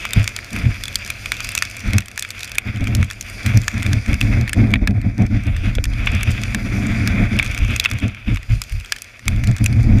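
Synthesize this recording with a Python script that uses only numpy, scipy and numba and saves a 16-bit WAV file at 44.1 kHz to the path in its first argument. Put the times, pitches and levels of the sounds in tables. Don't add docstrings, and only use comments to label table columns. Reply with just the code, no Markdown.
import sys
import numpy as np
from scipy.fft import rfft, irfft, next_fast_len
from scipy.io import wavfile
from scipy.ndimage import uniform_filter1d, map_coordinates
from numba import njit

SR = 44100
rng = np.random.default_rng(int(sys.argv[2]) if len(sys.argv) > 2 else 0)


def bounce(signal):
    frames = np.transpose(np.atleast_2d(signal))
    limited = np.clip(frames, -1, 1)
    pcm = np.round(limited * 32767).astype(np.int16)
    wavfile.write(sys.argv[1], SR, pcm)


N = 441000


def amp(db):
    return 10 ** (np.asarray(db) / 20)

def unit(x):
    return x / np.sqrt(np.mean(x ** 2) + 1e-20)

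def evened(x, seconds, depth):
    power = np.abs(uniform_filter1d(x ** 2, size=int(seconds * SR))) + 1e-12
    return unit(x / power ** (depth / 2))

def curves(rows):
    times, *columns = np.transpose(rows)
    return [np.interp(np.arange(N) / SR, times, column) for column in columns]

def wobble(rate):
    return map_coordinates(rng.standard_normal(int(N * rate / SR) + 4), [np.arange(N) * rate / SR])

def filtered(x, response):
    n = x.shape[-1]
    padded = next_fast_len(n + 8192)
    return irfft(rfft(x, padded) * response(np.fft.rfftfreq(padded, 1 / SR)), padded)[..., :n]

def modes(table):
    return lambda f: sum((-1) ** k * amp(db) * 1j * f * width / (hz * hz - f * f + 1j * f * width)
                         for k, (hz, width, db) in enumerate(table))

def lowpass(corner_hz, power):
    return lambda f: 1 / (1 + 1j * f / corner_hz) ** power

def highpass(corner_hz, power):
    return lambda f: (1 - lowpass(corner_hz, 1)(f)) ** power

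def grit(per_second, spread_db, share):
    hit = rng.random(N) < per_second / SR
    size = amp(spread_db * np.minimum(rng.exponential(size=N), 3))
    grains = hit * size * rng.choice([-1, 1], N)
    return np.sqrt(share) * unit(grains) + np.sqrt(1 - share) * rng.standard_normal(N)


# f/Hz, width/Hz, level/dB
CASE_AIR = [(2340, 1200, -4)]
CASE_MODES = [(1403, 504, -2), (2279, 282, 4)]
LID_MODES = [(2570, 220, 4), (3478, 330, -4)]
def scrape(case_db, lid_db, patch, jolt_db):
    pressure = amp(patch + 1.68 * wobble(45) + 0.42 * jolt_db)
    crunch = pressure * grit(per_second=500, spread_db=6.3, share=0.29)
    inside = filtered(crunch, lambda f: 0.88 + modes(CASE_AIR)(f))
    case = amp(case_db + 4.5) * unit(filtered(inside, modes(CASE_MODES)))
    lid = amp(lid_db + 3) * unit(filtered(inside, modes(LID_MODES)))
    return case + lid

# f/Hz, width/Hz, level/dB
WALL_MODES = [(4150, 600, -9), (4850, 650, 0), (5880, 700, -5), (6900, 800, -9.5), (8550, 700, -16),
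              (9680, 1100, -12.5), (11800, 1300, -17.5), (13000, 1000, -23), (14600, 1500, -28)]
def spray(level_db, patch, jolt_db):
    grains = grit(per_second=450, spread_db=8.5, share=0.14)
    wall = lambda hz, width: filtered(grains, lambda f: np.abs(modes([(hz, width, 0)])(f)) ** 2)
    walls = sum(amp(db + 2.4 * wobble(12)) * wall(hz, width) for hz, width, db in WALL_MODES)
    surge = amp(0.63 * patch + 0.9 * wobble(60) + 0.29 * jolt_db)
    return amp(level_db) * unit(surge * walls)

# f/Hz, width/Hz, level/dB
HULL_MODES = [(360, 300, 1.5), (577.5, 88, 7), (693, 82, 6.5), (1080, 3600, -40)]
def hull_drum(scrape_db, upper_db, jolt_db):
    bumps = amp(0.81 * wobble(25) + 0.28 * jolt_db) * rng.standard_normal(N)
    drive = np.hypot(amp(scrape_db - 8.5), amp(upper_db - 17.5))
    ringing = filtered(bumps, modes(HULL_MODES))
    return drive * unit(filtered(ringing, lowpass(1050, 2.22)))

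# t/s, scrape level/dB, spray level/dB, scrape level in the lid/dB
SLED_RUN = [(0.0, -35.5, -41, -32.5), (0.25, -37.5, -43, -39.5), (0.8, -39.5, -45, -41),
            (1.45, -40, -40, -38), (1.92, -39.5, -47, -42.5), (2.17, -45, -52, -46.5),
            (2.39, -42, -43.5, -41), (2.67, -40, -51.5, -43.5), (3.23, -42.5, -46.5, -42.5),
            (3.4, -35.5, -39.5, -38.5), (3.54, -37.5, -43.5, -40), (4.4, -36.5, -46, -41),
            (4.93, -44.5, -59, -51.5), (5.24, -43.5, -55, -49), (5.65, -37, -48.5, -35.5),
            (5.85, -48.5, -53.5, -57), (6.02, -32.5, -43, -33.5), (6.21, -34, -46, -31.5),
            (6.57, -37.5, -44.5, -41), (6.99, -30.5, -42.5, -34.5), (7.21, -31, -45.5, -37),
            (7.69, -36.5, -44, -33.5), (7.88, -35.5, -47, -36), (8.08, -42.5, -55, -41.5),
            (8.63, -47, -47.5, -47), (9.22, -47, -52.5, -48.5), (9.52, -40.5, -48.5, -45),
            (10.0, -39, -47.5, -44)]
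def sled(upper_db):
    scrape_db, spray_db, lid_db = curves(SLED_RUN)
    jolt_db = np.clip(upper_db - uniform_filter1d(upper_db, size=int(0.35 * SR)), -6, 14)
    patch = wobble(33)
    return (scrape(scrape_db, lid_db, patch, jolt_db) + spray(spray_db, patch, jolt_db)
            + hull_drum(scrape_db, upper_db, jolt_db))


# t/s, ring level/dB, ring f/Hz, treble level/dB
LOUD_TICKS = [(0.0524, -6.5, 2290, -13), (0.1334, -9.5, 3630, -6), (0.2422, -17, 2550, -14),
              (0.2766, -7.5, 2250, -5.5), (0.3637, -17, 2490, -7.5), (0.3886, -12.5, 2200, -26.0),
              (0.5303, -26, 2410.0, -15), (0.563, -15.5, 2280, -19.0), (0.8368, -13.5, 3450, -9),
              (0.8551, -15.5, 3416, -15), (0.8812, -14.5, 3450, -16.0), (0.9563, -11, 3280, 0),
              (1.1022, -12.5, 2366, -9), (1.2586, -11, 2450.0, -17), (1.319, -4, 2270, -5),
              (1.4041, -13.0, 2450, -11), (1.4452, -18, 2560, -11), (1.4495, -22, 2330, -22),
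              (1.4899, -13, 2627, -10), (1.551, -10, 2280, 1), (1.5772, -4, 2650, -2),
              (1.5879, -19.0, 2470, -12), (1.6231, -4, 1818, -1), (1.6517, -19, 3430, -14),
              (1.9334, -9, 2166, -11.5), (1.9827, -7, 2540, -2.5), (2.1766, -12.5, 1745, -8.5),
              (2.194, -28, 2430.0, -7.5), (2.2242, -13, 3470.0, -8), (2.2491, -13.5, 2300, -23),
              (2.3048, -20.5, 2400, -10), (2.4315, -16, 2530, -9), (2.4454, -28, 2510, -17),
              (2.5173, -20.5, 2610.0, -15), (2.5542, -19.0, 1770.0, -16.0), (2.5831, 1, 2370, -0.5),
              (2.8717, -13.5, 2260, -20.5), (2.95, -20, 2480.0, -6.5), (3.0284, -8.0, 2240, -16.5),
              (3.1015, -19.0, 3420.0, -21), (3.1104, -16, 1740.0, -14), (3.2102, -24, 2544, -8.5),
              (3.4624, -11, 2286, -9.5), (3.5731, -11.5, 2440, -3), (3.6806, -6, 1730, -3.5),
              (3.8236, -16, 2130, -23), (3.829, -14.5, 2150, -14.5), (3.8637, -14, 2396, -12),
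              (3.9313, -13, 1640, -7.5), (4.1304, -12, 2260.0, -19.0), (4.1418, -20, 2610.0, -12.5),
              (4.2122, -6, 2620, -7), (4.4773, -14, 1830, -18), (4.4938, -14.0, 2620, -14.0),
              (4.5315, -9, 1740, -6), (4.7382, -1, 2280, -12), (4.7567, -12.5, 1900, -33),
              (4.8739, -6, 1690, -6.5), (5.7519, -18.0, 3410, -13), (5.784, -12, 496, -37),
              (5.8405, -14, 2390, -7), (5.8542, -18, 1790, -17), (6.0707, -5.0, 2420, -45),
              (6.0729, -5.5, 2220, -23.0), (6.1495, -20, 2536, -18), (6.2313, -14, 2220, -5.5),
              (6.4349, -12, 2290, -13.0), (6.5466, -8.5, 1740, -5), (7.0747, -12, 1680, -3.5),
              (7.3892, -5, 2690, -7.5), (7.3967, 0.5, 2320, -25), (7.427, -9.5, 2197, -14.5),
              (7.462, -16, 2480.0, -22), (7.5137, -27, 2608, -19), (7.5468, -14.5, 2240, -19),
              (7.5768, -13.5, 2586, -14.0), (7.7621, -9, 2460, -7.5), (7.7983, -3, 3450, 2.5),
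              (7.8412, -16, 3210.0, -10), (7.8494, -7.5, 2180, -9), (7.8579, 3, 2630.0, -35),
              (7.9133, -11.0, 2300.0, -11), (8.3593, -18, 2240.0, -21.0), (8.3715, -15.0, 2482, -27.0),
              (8.6172, -15.5, 2490, -7.5), (8.922, -6, 1682, 1), (9.0198, -26, 2500.0, -15),
              (9.2804, -5.5, 2244, -0.5), (9.4378, -14, 2280, -18.5), (9.4725, -27, 2370.0, -12.5),
              (9.565, -24, 1676, -17), (9.6413, -18.0, 2456, -10.0), (9.6608, -8.5, 2500, -4.5)]
def case_ticks(rows=LOUD_TICKS):
    start, ring_db, ring_hz, treble_db = np.transpose(rows)[:, :, None]
    wall_hz = 5760 * np.exp(0.26 * rng.standard_normal(start.shape))
    t = np.arange(SR // 20) / SR
    unit_peak = lambda x: x / np.abs(x).max(axis=1, keepdims=True)
    rise = lambda seconds: 1 - np.exp(-t / seconds)
    fall = lambda t60: amp(-60 * t / t60) + amp(-26 - 60 * t / 0.037)
    rattle = rng.standard_normal((len(start), 2, len(t))) * rise(0.00045)
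    spot = np.sin(2 * np.pi * ring_hz * t) * rise(0.000098) * fall(0.018)
    body = unit_peak(filtered(rattle[:, 0] * fall(0.0025), modes(CASE_MODES + LID_MODES)))
    walls = lambda f: (0.7 + modes([(wall_hz, 2500, 0)])(f)) * highpass(3500, 3)(f) * lowpass(8000, 3)(f)
    treble = unit_peak(filtered(rattle[:, 1] * fall(0.0077), walls))
    ticks = amp(ring_db + 1.02) * unit_peak(spot + 1.02 * body) + amp(treble_db - 2.36) * treble
    ticks = filtered(ticks, highpass(0.3 * ring_hz, 2))
    samples = np.round(start * SR).astype(int) + np.arange(len(t))
    return np.bincount(samples.ravel(), ticks.ravel(), N + len(t))[:N]

FAINT_TICK_SPOTS = [1790, 2260, 2555, 3260]
# t/s, rate/(ticks per s)
FAINT_TICK_RATE = [(0, 22), (2.6, 24.7), (4.5, 11.2), (5.4, 14), (6.3, 16.3), (6.55, 2.93), (7.3, 3.2),
                   (7.38, 42), (7.95, 30), (8.1, 8), (8.5, 19.3), (10, 13)]
def faint_ticks():
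    expected = np.cumsum(curves(FAINT_TICK_RATE)[0]) / SR
    due = np.cumsum(rng.exponential(size=400))
    start = np.searchsorted(expected, due) / SR
    ring_scatter, treble_scatter, detune = rng.standard_normal((3, len(start)))
    ring_hz = rng.choice(FAINT_TICK_SPOTS, len(start)) * (1 + 0.06 * detune)
    ring_db = -28 + 3 * np.minimum(ring_scatter, 1.5)
    times, _, spray_db, _ = np.transpose(SLED_RUN)
    spray_swing_db = np.interp(start, times, spray_db) - spray_db.mean()
    treble_db = -23.5 + 0.54 * spray_swing_db + 3 * np.minimum(treble_scatter, 1.5)
    rows = np.transpose([start, ring_db, ring_hz, treble_db])
    return case_ticks(rows[due < expected[-1]])


# t/s, hold/s, lowest bending level/dB, sway re that/dB, upper re that/dB
POLE_TOUCHES = [(0.179, 0.015, -8, -8, -15), (0.542, 0.17, -30.5, 1.5, 2.5), (0.657, 0.02, -8.5, -18, -18),
                (1.862, 0.051, -23, 2, -4), (1.946, 0.019, -11, -22, -9), (2.676, 0.021, -23, -11.0, -5),
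                (2.76, 0.018, -23.5, -14, -7), (2.819, 0.024, -19, 1.5, -4.5), (2.89, 0.079, -18, -9, -6),
                (2.988, 0.034, -11.5, -15, -12), (3.467, 0.044, -14.5, -20, -10.5),
                (3.555, 0.028, -9, -15, -12.5), (3.751, 0.059, -21.5, -10.0, -7),
                (3.869, 0.03, -14.5, -22, -9.5), (3.926, 0.047, -13.5, -15, -10.5),
                (4.101, 0.035, -15.5, 1.5, -5.5), (4.23, 0.14, -16, -7, -6),
                (4.365, 0.065, -14.5, -17, -7.5), (4.58, 0.068, -12.5, -11, -2),
                (4.68, 0.086, -17, -8, -1.5), (4.83, 0.012, -22, 2, 2.5), (4.899, 0.017, -17.0, -7, -2.5),
                (4.956, 0.029, -14.5, -13, -10.5), (5.063, 0.014, -12.5, -18.0, -7.5),
                (5.206, 0.031, -13, -5, -2.0), (5.322, 0.052, -16.5, -3.0, -6.5),
                (5.479, 0.011, -14, -2.5, -9.5), (5.52, 0.12, -28, 10.5, -41),
                (5.657, 0.033, -17.5, 1, -7.5), (5.772, 0.033, -24.5, 8, -12), (5.877, 0.045, -26.5, 7, -9),
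                (5.92, 0.2, -25, 5, -12.5), (6.141, 0.023, -15.5, -20, -10.5),
                (6.286, 0.016, -11.5, -28, -13), (6.39, 0.037, -26.5, -13, -6),
                (6.565, 0.043, -39, -11, 12.5), (6.662, 0.019, -28.5, -14, 5),
                (6.735, 0.14, -22.5, -12, 0.5), (6.899, 0.046, -21, -12, -2), (6.96, 0.3, -19.5, -20, -3.5),
                (7.209, 0.027, -14, -6.0, -3.0), (7.333, 0.042, -19.5, -15.5, -2.5),
                (7.47, 0.14, -33, 5, -11), (7.618, 0.024, -14, 0.5, -18), (7.7, 0.038, -18.5, -6, -8),
                (7.932, 0.028, -20.5, -8, -9.5), (8.04, 0.026, -15.5, -15, -5.5),
                (8.29, 0.046, -16, -1.5, -10.5), (8.511, 0.036, -13.5, -2.0, -20),
                (8.731, 0.036, -24.5, 5, -26), (9.281, 0.24, -18.5, -2, -10), (9.489, 0.027, -11, -12, -11),
                (9.622, 0.023, -10.5, -14, -10.5), (9.699, 0.044, -13.5, -12, -11.5),
                (9.768, 0.042, -9.5, -19, -13.5), (9.85, 0.063, -14, -1, -6.5), (9.91, 0.08, -10.5, -3, -7)]
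# t/s, level/dB
POLE_TREMBLE = [(0, -40.5), (1.45, -38), (2.1, -45.5), (3.2, -38.5), (5.5, -28), (7.3, -25), (8.1, -40),
                (9.05, -51), (10, -23)]
def pole_levels():
    rise_s, fall_db_per_s = 0.013, 380
    sway_pace, upper_pace, upper_lead_s = 0.72, 1.07, 0.0065
    t = np.arange(0, N / SR + 0.004, 0.002)
    start, hold, bend_db, sway_offset, upper_offset = np.transpose(POLE_TOUCHES)[:, :, None]
    rise_db = lambda lead: 6 * (np.maximum(start - lead - t, 0) / rise_s) ** 2
    fall_db = lambda lead: fall_db_per_s * np.maximum(t - start - hold + lead, 0)
    bend = bend_db - rise_db(0) - fall_db(0)
    sway = bend_db + sway_offset - rise_db(0) - sway_pace * fall_db(0)
    upper = bend_db + upper_offset - upper_pace * (rise_db(upper_lead_s) + fall_db(upper_lead_s))
    flicker_db = 1.36 * wobble(26)[np.minimum((t * SR).astype(int), N - 1)]
    tremble_db = np.interp(t, *np.transpose(POLE_TREMBLE)) + flicker_db
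    levels = [10 * np.log10(amp(touch_db).max(0) ** 2 + amp(tremble_db + offset_db) ** 2)
              for touch_db, offset_db in [(bend, 0), (sway, -1), (upper, -8.5)]]
    return curves(np.transpose([t, *levels]))

# f/Hz, width/Hz, level/dB
LOWEST_BENDING = [(111, 13.1, 12.5), (77.4, 37, -5)]
UPPER_BENDING = [(194.6, 28, 1), (238.6, 27, -3), (282, 44, -5)]
# f/Hz, density level/dB
SWAY_SPECTRUM = [(12, -19), (28, -6), (45, 2.5), (65, -13.5), (110, -9), (200, -118)]
def pole(bend_db, sway_db, upper_db):
    bumps = rng.standard_normal(N)
    bend = filtered(filtered(bumps, modes(LOWEST_BENDING)), lowpass(106.4, 3.53))
    upper = filtered(bumps, lambda f: modes(UPPER_BENDING)(f) * modes([(235, 140, 0)])(f) ** 2)
    hz, density_db = np.transpose(SWAY_SPECTRUM)
    sway = filtered(bumps, lambda f: amp(np.interp(np.log(f + 1), np.log(hz + 1), density_db)))
    return (amp(bend_db) * evened(unit(bend), seconds=0.0347, depth=0.6)
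            + amp(sway_db) * evened(unit(sway), seconds=0.064, depth=0.19)
            + amp(upper_db) * evened(unit(upper), seconds=0.093, depth=0.047))


def scene():
    bend_db, sway_db, upper_db = pole_levels()
    return (pole(bend_db, sway_db, upper_db) + sled(upper_db) + case_ticks() + faint_ticks())[None]

@njit
def peak_follower(level, fall):
    out = level.copy()
    for i in range(1, len(out)):
        out[i] = max(out[i], out[i - 1] * fall)
    return out

def record(dry):
    threshold_db, release_s, lag_samples = -2.5, 0.06, 60
    shelf_hz, cutoff_hz = 15150, 16450
    peaks = peak_follower(np.abs(dry[0]), np.exp(-1 / (release_s * SR)))
    overshoot = np.maximum(peaks / amp(threshold_db), 1)
    late_gain = np.pad(overshoot ** -0.7, (lag_samples, 0), "edge")[:N]
    limited = dry * uniform_filter1d(late_gain, size=61)
    clipped = limited / (1 + np.abs(limited / 0.98) ** 6) ** (1 / 6)
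    return filtered(clipped, lambda f: (f < cutoff_hz) * np.where(f < shelf_hz, 1, amp(-29)))


dry = scene()
out = record(dry)
bounce(out)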